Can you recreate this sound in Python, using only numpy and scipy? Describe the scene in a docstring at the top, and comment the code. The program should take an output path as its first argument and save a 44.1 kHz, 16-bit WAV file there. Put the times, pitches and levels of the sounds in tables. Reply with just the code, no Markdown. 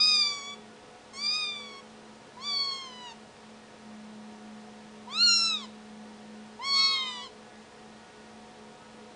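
"""A kitten is already mewing, close by in a small furnished room, as the sound begins.
Six mews follow one another from two kittens; the last two overlap as a duet.
Each mew is a stack of high harmonics, shaped by a fixed throat and a mouth that opens and closes.
Behind them a fan hums and hisses faintly: beating hums, wavering motor tones and filtered noise."""
import sys
import numpy as np
from scipy import signal
from scipy.fft import rfft, irfft, next_fast_len
from scipy.io import wavfile

SR = 44100
rng = np.random.default_rng(int(sys.argv[2]) if len(sys.argv) > 2 else 0)


def log_audio(samples):
    """Write samples as a 16-bit WAV file to the path given in sys.argv[1]."""
    # one column per channel
    frames = np.atleast_2d(samples).T
    # limit to full scale, then quantise
    limited = np.clip(frames, -1, 1)
    pcm = np.round(limited * 32767).astype(np.int16)
    wavfile.write(sys.argv[1], SR, pcm)


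N = 403515   # length in samples, about 9.15 s


def from_db(db):
    """Decibels to gain."""
    return 10 ** (np.asarray(db) / 20)


def rms_one(x):
    """Scale to unit power."""
    return x / np.sqrt(np.mean(x ** 2) + 1e-20)


def at_hz(points, hz):
    """Read a spectrum in dB, with the frequencies spaced by their logarithm as the ear does."""
    points = np.array(points)
    return np.interp(np.log(hz), np.log(points[:, 0]), points[:, 1])


def drift(rate_hz, size):
    """Smooth random wandering of spread 1 that moves about rate_hz times a second."""
    step = 8   # the wandering is made at one point in eight, then joined up
    r = np.exp(-2 * np.pi * rate_hz * step / SR)
    settle = 4000   # let the filter settle before using it
    noise = rng.standard_normal(size // step + settle + 2)
    slow = signal.lfilter([1], [1, -2 * r, r * r], noise)[settle:]
    return np.interp(np.arange(size) / step, np.arange(len(slow)), rms_one(slow))


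def phase_of(hz):
    """Running phase of a moving frequency."""
    return 2 * np.pi * np.cumsum(hz) / SR


def gesture(t, start_s, rise_s, hold_s, fall_s):
    """Rises from 0 to 1, holds and falls back."""
    return np.interp(t - start_s, np.cumsum([0, rise_s, hold_s, fall_s]), [0, 1, 1, 0])


JAW_SQUARENESS = 2.65   # above 2 the jaw lingers open and moves quickly
# a last small squeeze comes just before the voice stops: share of a full push, lead and half-length
SQUEEZE_SHARE, SQUEEZE_LEAD_S, SQUEEZE_S = 0.14, 0.062, 0.03
# a kitten that barely pushes whines thinly: brightness per octave, overtones above the mouth resonance
WHINE_BRIGHTNESS_DB, WHINE_TOP_DB = -5.9, 15.2
ONSET_DULL_DB = 13   # per octave: a mew starts with its overtones held back


def controls(t, row):
    """One push sets a mew's loudness and brightness; one arch of the jaw moves its mouth resonance."""
    start_s, swell_s, hold_s, release_s, peak_db, trend_db_per_s, whine_db = row[0]
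    widest_s, jaw_s, shut_hz, open_hz = row[1]
    bright_db, top_db, throat_db, high_hz, onset_s = row[2]

    push = gesture(t, start_s, swell_s, hold_s, release_s)
    before_end_s = t[-1] - t
    push = push + SQUEEZE_SHARE * np.exp(-((before_end_s - SQUEEZE_LEAD_S) / SQUEEZE_S) ** 2)
    full_db = peak_db + trend_db_per_s * np.maximum(t - start_s - swell_s, 0)
    level_db = whine_db + push * (full_db - whine_db)

    jaw = np.exp(-np.abs((t - start_s - widest_s) / jaw_s) ** JAW_SQUARENESS)
    mouth_hz = shut_hz + jaw * (open_hz - shut_hz)

    bare = np.clip(1 - (t - t[0]) / onset_s, 0, 1)   # 1 at the very start, then 0
    brightness = WHINE_BRIGHTNESS_DB + push * (bright_db - WHINE_BRIGHTNESS_DB) - ONSET_DULL_DB * bare
    overtone_db = WHINE_TOP_DB + push * (top_db - WHINE_TOP_DB)
    return level_db, mouth_hz, brightness, overtone_db, throat_db, high_hz


def narrow_noise(phase, width_hz):
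    """Unit-power noise in a steep-sided band that follows the given phase."""
    lowpass = signal.butter(5, width_hz / 2, fs=SR, output="sos")
    a, b = signal.sosfilt(lowpass, rng.standard_normal((2, len(phase))))
    return rms_one(a * np.cos(phase) + b * np.sin(phase))


HIGH_THROAT_DB, HIGH_THROAT_WIDTH_HZ = 4.5, 450   # a narrow ring high in the throat
# the fixed colour of a kitten's throat, before the moving parts reshape it
# columns: pitch_hz [Hz], level_db [relative dB]
THROAT_COLOUR = [(900, 0), (1400, -9), (2300, -5.5), (3300, -11.7), (4500, -13.3), (5600, -16), (7000, -14),
                 (8500, -17), (10000, -30)]


def mew(pitch_curve, row, rough=0.27, tremor=0.002, jitter=0.0024, shimmer_db=.45, flutter_db=1.9,
        mouth_width_hz=410, rough_width_hz=640, throat_hz=2350, fade_in_s=0.005, fade_out_s=0.016, count=10):
    """Vocal-fold harmonics pass the throat and the moving mouth resonance; pushing harder makes them rasp."""
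    curve_s, curve_hz = np.transpose(pitch_curve)
    span = np.arange(max(0, int(curve_s[0] * SR)), int(curve_s[-1] * SR))
    t, size = span / SR, len(span)
    pitch = np.interp(t, curve_s, curve_hz)
    level_db, mouth_hz, brightness, overtone_db, throat_db, high_hz = controls(t, row)
    effort = from_db(0.1 * (level_db - level_db.max()))

    # the folds never hold a pitch exactly: a slow tremor and a fast jitter
    phase = phase_of(pitch * (1 + tremor * drift(25, size) + jitter * drift(300, size)))
    k = np.arange(1, count + 1)[:, None]   # one row a harmonic
    hz = k * pitch

    colour_db = at_hz(THROAT_COLOUR, hz) + brightness * np.log2(k)
    colour_db += overtone_db * np.clip((hz - mouth_hz) / 1500, 0, 1)
    # each cry has its own strength of low throat resonance and its own place for the high one
    colour_db += throat_db * np.exp(-((hz - throat_hz) / 700) ** 2)
    colour_db += HIGH_THROAT_DB * np.exp(-((hz - high_hz) / HIGH_THROAT_WIDTH_HZ) ** 2)
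    # the upper harmonics flutter most
    colour_db += flutter_db * hz / hz.mean() * np.array([drift(10.4, size) for _ in k])

    mouth_loss = np.hypot(1, 2 * (hz - mouth_hz) / mouth_width_hz)
    gains = from_db(colour_db) / mouth_loss
    gains /= np.sqrt(np.sum(gains ** 2, axis=0))   # colour alone must not change the loudness

    # uneven cycles put a noisy skirt around the high harmonics; the low ones stay purer
    skirts = np.array([narrow_noise(n * phase, rough_width_hz) for n in k])
    rasp = rough * effort * np.minimum(hz / 5200, 1) ** 4
    voice = np.sum(gains * (np.sin(k * phase) + rasp * skirts), axis=0)

    fade = np.clip(np.minimum((t - t[0]) / fade_in_s, (t[-1] - t) / fade_out_s), 0, 1)
    out = np.zeros(N)
    out[span] = voice * fade * from_db(level_db + shimmer_db * drift(50, size))
    return out


# how the pitch of each mew glides from its first to its last sound
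# columns: time_s [s], pitch_hz [Hz]; the first table holds three such curves, one a mew
SOLO_PITCHES = [
    [(0.0, 1229), (0.084, 1247), (0.216, 1197), (0.252, 1171), (0.426, 1119), (0.484, 1144), (0.555, 1142)],
    [(1.13, 1073), (1.156, 1074), (1.224, 1171), (1.282, 1194), (1.322, 1228), (1.386, 1242), (1.754, 1097),
     (1.815, 1102)],
    [(2.365, 975), (2.375, 966), (2.457, 1173), (2.575, 1121), (2.839, 1064), (2.921, 1002), (3.061, 975),
     (3.135, 875)],
]
LOUD_PITCH = [(5.072, 927), (5.154, 1251), (5.2, 1378), (5.245, 1445), (5.28, 1396), (5.49, 1328),
              (5.552, 1257), (5.612, 1123), (5.665, 965)]
DUET_LOW_PITCH = [(6.59, 889), (6.62, 1010), (6.66, 1110), (6.93, 1092), (7.12, 998), (7.2, 976),
                  (7.255, 1016)]
DUET_HIGH_PITCH = [(6.73, 1150), (6.76, 1239), (6.809, 1296), (7.09, 1230), (7.24, 1103), (7.285, 980)]
# how each mew is pushed, mouthed and voiced: one row a mew, the last two together, in three groups
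# push: start_s [s], swell_s [s], hold_s [s], release_s [s], peak_db [dB],
#       trend_db_per_s [dB per s, after the swell], whine_db [dB, before and after the push]
# jaw: widest_s [s after the start], jaw_s [s, half-length of the opening], shut_hz [Hz], open_hz [Hz]
# voice: bright_db [dB per octave, full push], top_db [dB, overtones above the mouth resonance, full push],
#        throat_db [dB, low throat resonance], high_hz [Hz, high throat resonance],
#        onset_s [s until the overtones have come in]
MEWS = [((-0.128, 0.095, 0.263, 0.175, -17.4, -14.4, -38.8), (0.178, 0.39, 3080, 4750),
        (4.1, -9.5, 0.5, 6530, 0.005)), ((1.132, 0.134, 0.235, 0.26, -24.2, -31, -46),
        (0.035, 0.32, 3745, 4865), (3, -9.5, 2.2, 8510, 0.005)),
        ((2.398, 0.092, 0.111, 0.3, -28.8, 23, -44.3), (0.182, 0.234, 3100, 4300),
        (2.2, -11.5, -6.3, 6200, 0.067)), ((5.105, 0.123, 0.326, 0.04, -16.2, -34, -41.6),
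        (0.278, 0.168, 3350, 5080), (0.9, -6, -5.5, 7080, 0.05)),
        ((6.585, 0.149, 0.165, 0.3, -19.4, -20, -41.5), (0.217, 0.163, 3380, 4680),
        (0.9, -6.6, 2.3, 7930, 0.068)), ((6.729, 0.096, 0.247, 0.064, -29.7, -16, -42),
        (0.129, 0.19, 3290, 4235), (-0.1, -3.1, -7.7, 7330, 0.012))]


def kittens():
    """Each mew joins one glide of pitch to one push of breath and one arch of the jaw."""
    pitches = [*SOLO_PITCHES, LOUD_PITCH, DUET_LOW_PITCH, DUET_HIGH_PITCH]
    return sum(mew(pitch_curve, row) for pitch_curve, row in zip(pitches, MEWS))


ROOM_T60_S, ROOM_DB = 0.4, -14   # time for the tail to fall 60 dB, and the tail's strength


def room(x, echo_share=0.065, count=8):
    """Nearby furniture throws early echoes that make gliding harmonics swell and dip; a short tail follows."""
    t = np.arange(SR // 2) / SR
    tail = rng.standard_normal(len(t)) * from_db(-60 * t / ROOM_T60_S) * (t > .008)
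    response = from_db(ROOM_DB) * tail / np.sqrt(np.sum(tail ** 2))
    lags = (rng.uniform(.003, .022, count) * SR).astype(int)
    response[lags] += echo_share * rng.choice([-1, 1], count)
    return x + signal.fftconvolve(x, response)[:N]


HUM_DB, HUM_HZ = -57.6, 219           # the fan's main hum outside its louder spell
HUM_SWELL_DB, HUM_SAG_HZ = 9, 4.3     # how much louder and lower it gets in that spell
# the spell in which the hum grows louder and a little lower
# columns: start_s [s], rise_s [s], hold_s [s], fall_s [s]
HUM_SWELL = (3.68, 0.22, 2.52, 0.15)


def fan_hum(waver=.007, beat_db=-61, beat_hz=216.3):
    """A steady hum beats against a weaker, wavering one close in pitch."""
    swell = gesture(np.arange(N) / SR, *HUM_SWELL)
    main = from_db(HUM_DB + HUM_SWELL_DB * swell) * np.sin(phase_of(HUM_HZ - HUM_SAG_HZ * swell))
    weaker = from_db(beat_db) * np.sin(phase_of(beat_hz * (1 + waver * drift(2.49, N))))
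    return np.sqrt(2) * (main + weaker)   # root 2 turns a sine's RMS level into its peak


# the fan's fainter motor tones, which waver around these values
# columns: pitch_hz [Hz], level_db [dB, before a lift shared by all]
FAN_TONES = [(425.3, -64), (495.3, -64.5), (726.7, -64), (850.6, -73.5), (936.7, -68), (1147, -74.5),
             (1281, -73.5), (1459, -73), (1707, -73.5), (1873, -74), (3408, -82), (4081, -79.5)]


def fan_tones(lift_db=1.5, waver=.009, throb_db=3.0):
    """Each faint motor tone wanders a little in pitch and throbs in level."""
    tones = np.zeros(N)
    for tone_hz, tone_db in FAN_TONES:
        phase = phase_of(tone_hz * (1 + waver * drift(8.98, N)))
        tones += from_db(lift_db + tone_db + throb_db * drift(7.2, N)) * np.sin(phase)
    return np.sqrt(2) * tones


AIR_DB = -53   # overall level of the rush of air
# the colour of the fan's rush of air
# columns: pitch_hz [Hz], level_db [relative dB per Hz]
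AIR_COLOUR = [(25, -19), (60, -14), (150, -7), (300, -6.5), (600, -7), (1000, -10), (1600, -14.5),
              (3000, -16.5), (5300, -20.5), (7000, -24.5), (9000, -27), (10000, -30.5)]


def fan_air():
    """Moving air is random noise, coloured smoothly by frequency."""
    size = next_fast_len(N)
    bins_hz = np.maximum(np.arange(size // 2 + 1) * SR / size, 1)
    spectrum = rfft(rng.standard_normal(size)) * from_db(at_hz(AIR_COLOUR, bins_hz))
    return from_db(AIR_DB) * rms_one(irfft(spectrum, size)[:N])


def scene():
    """Six mews in the room, over the fan."""
    fan = fan_hum() + fan_tones() + fan_air()
    return (room(kittens()) + fan)[None]


CUTOFF_HZ = 10050


def record(dry):
    """The recorder cuts the top steeply."""
    return signal.sosfiltfilt(signal.ellip(10, .05, 60, CUTOFF_HZ, fs=SR, output="sos"), dry)


dry = scene()
out = record(dry)
log_audio(out)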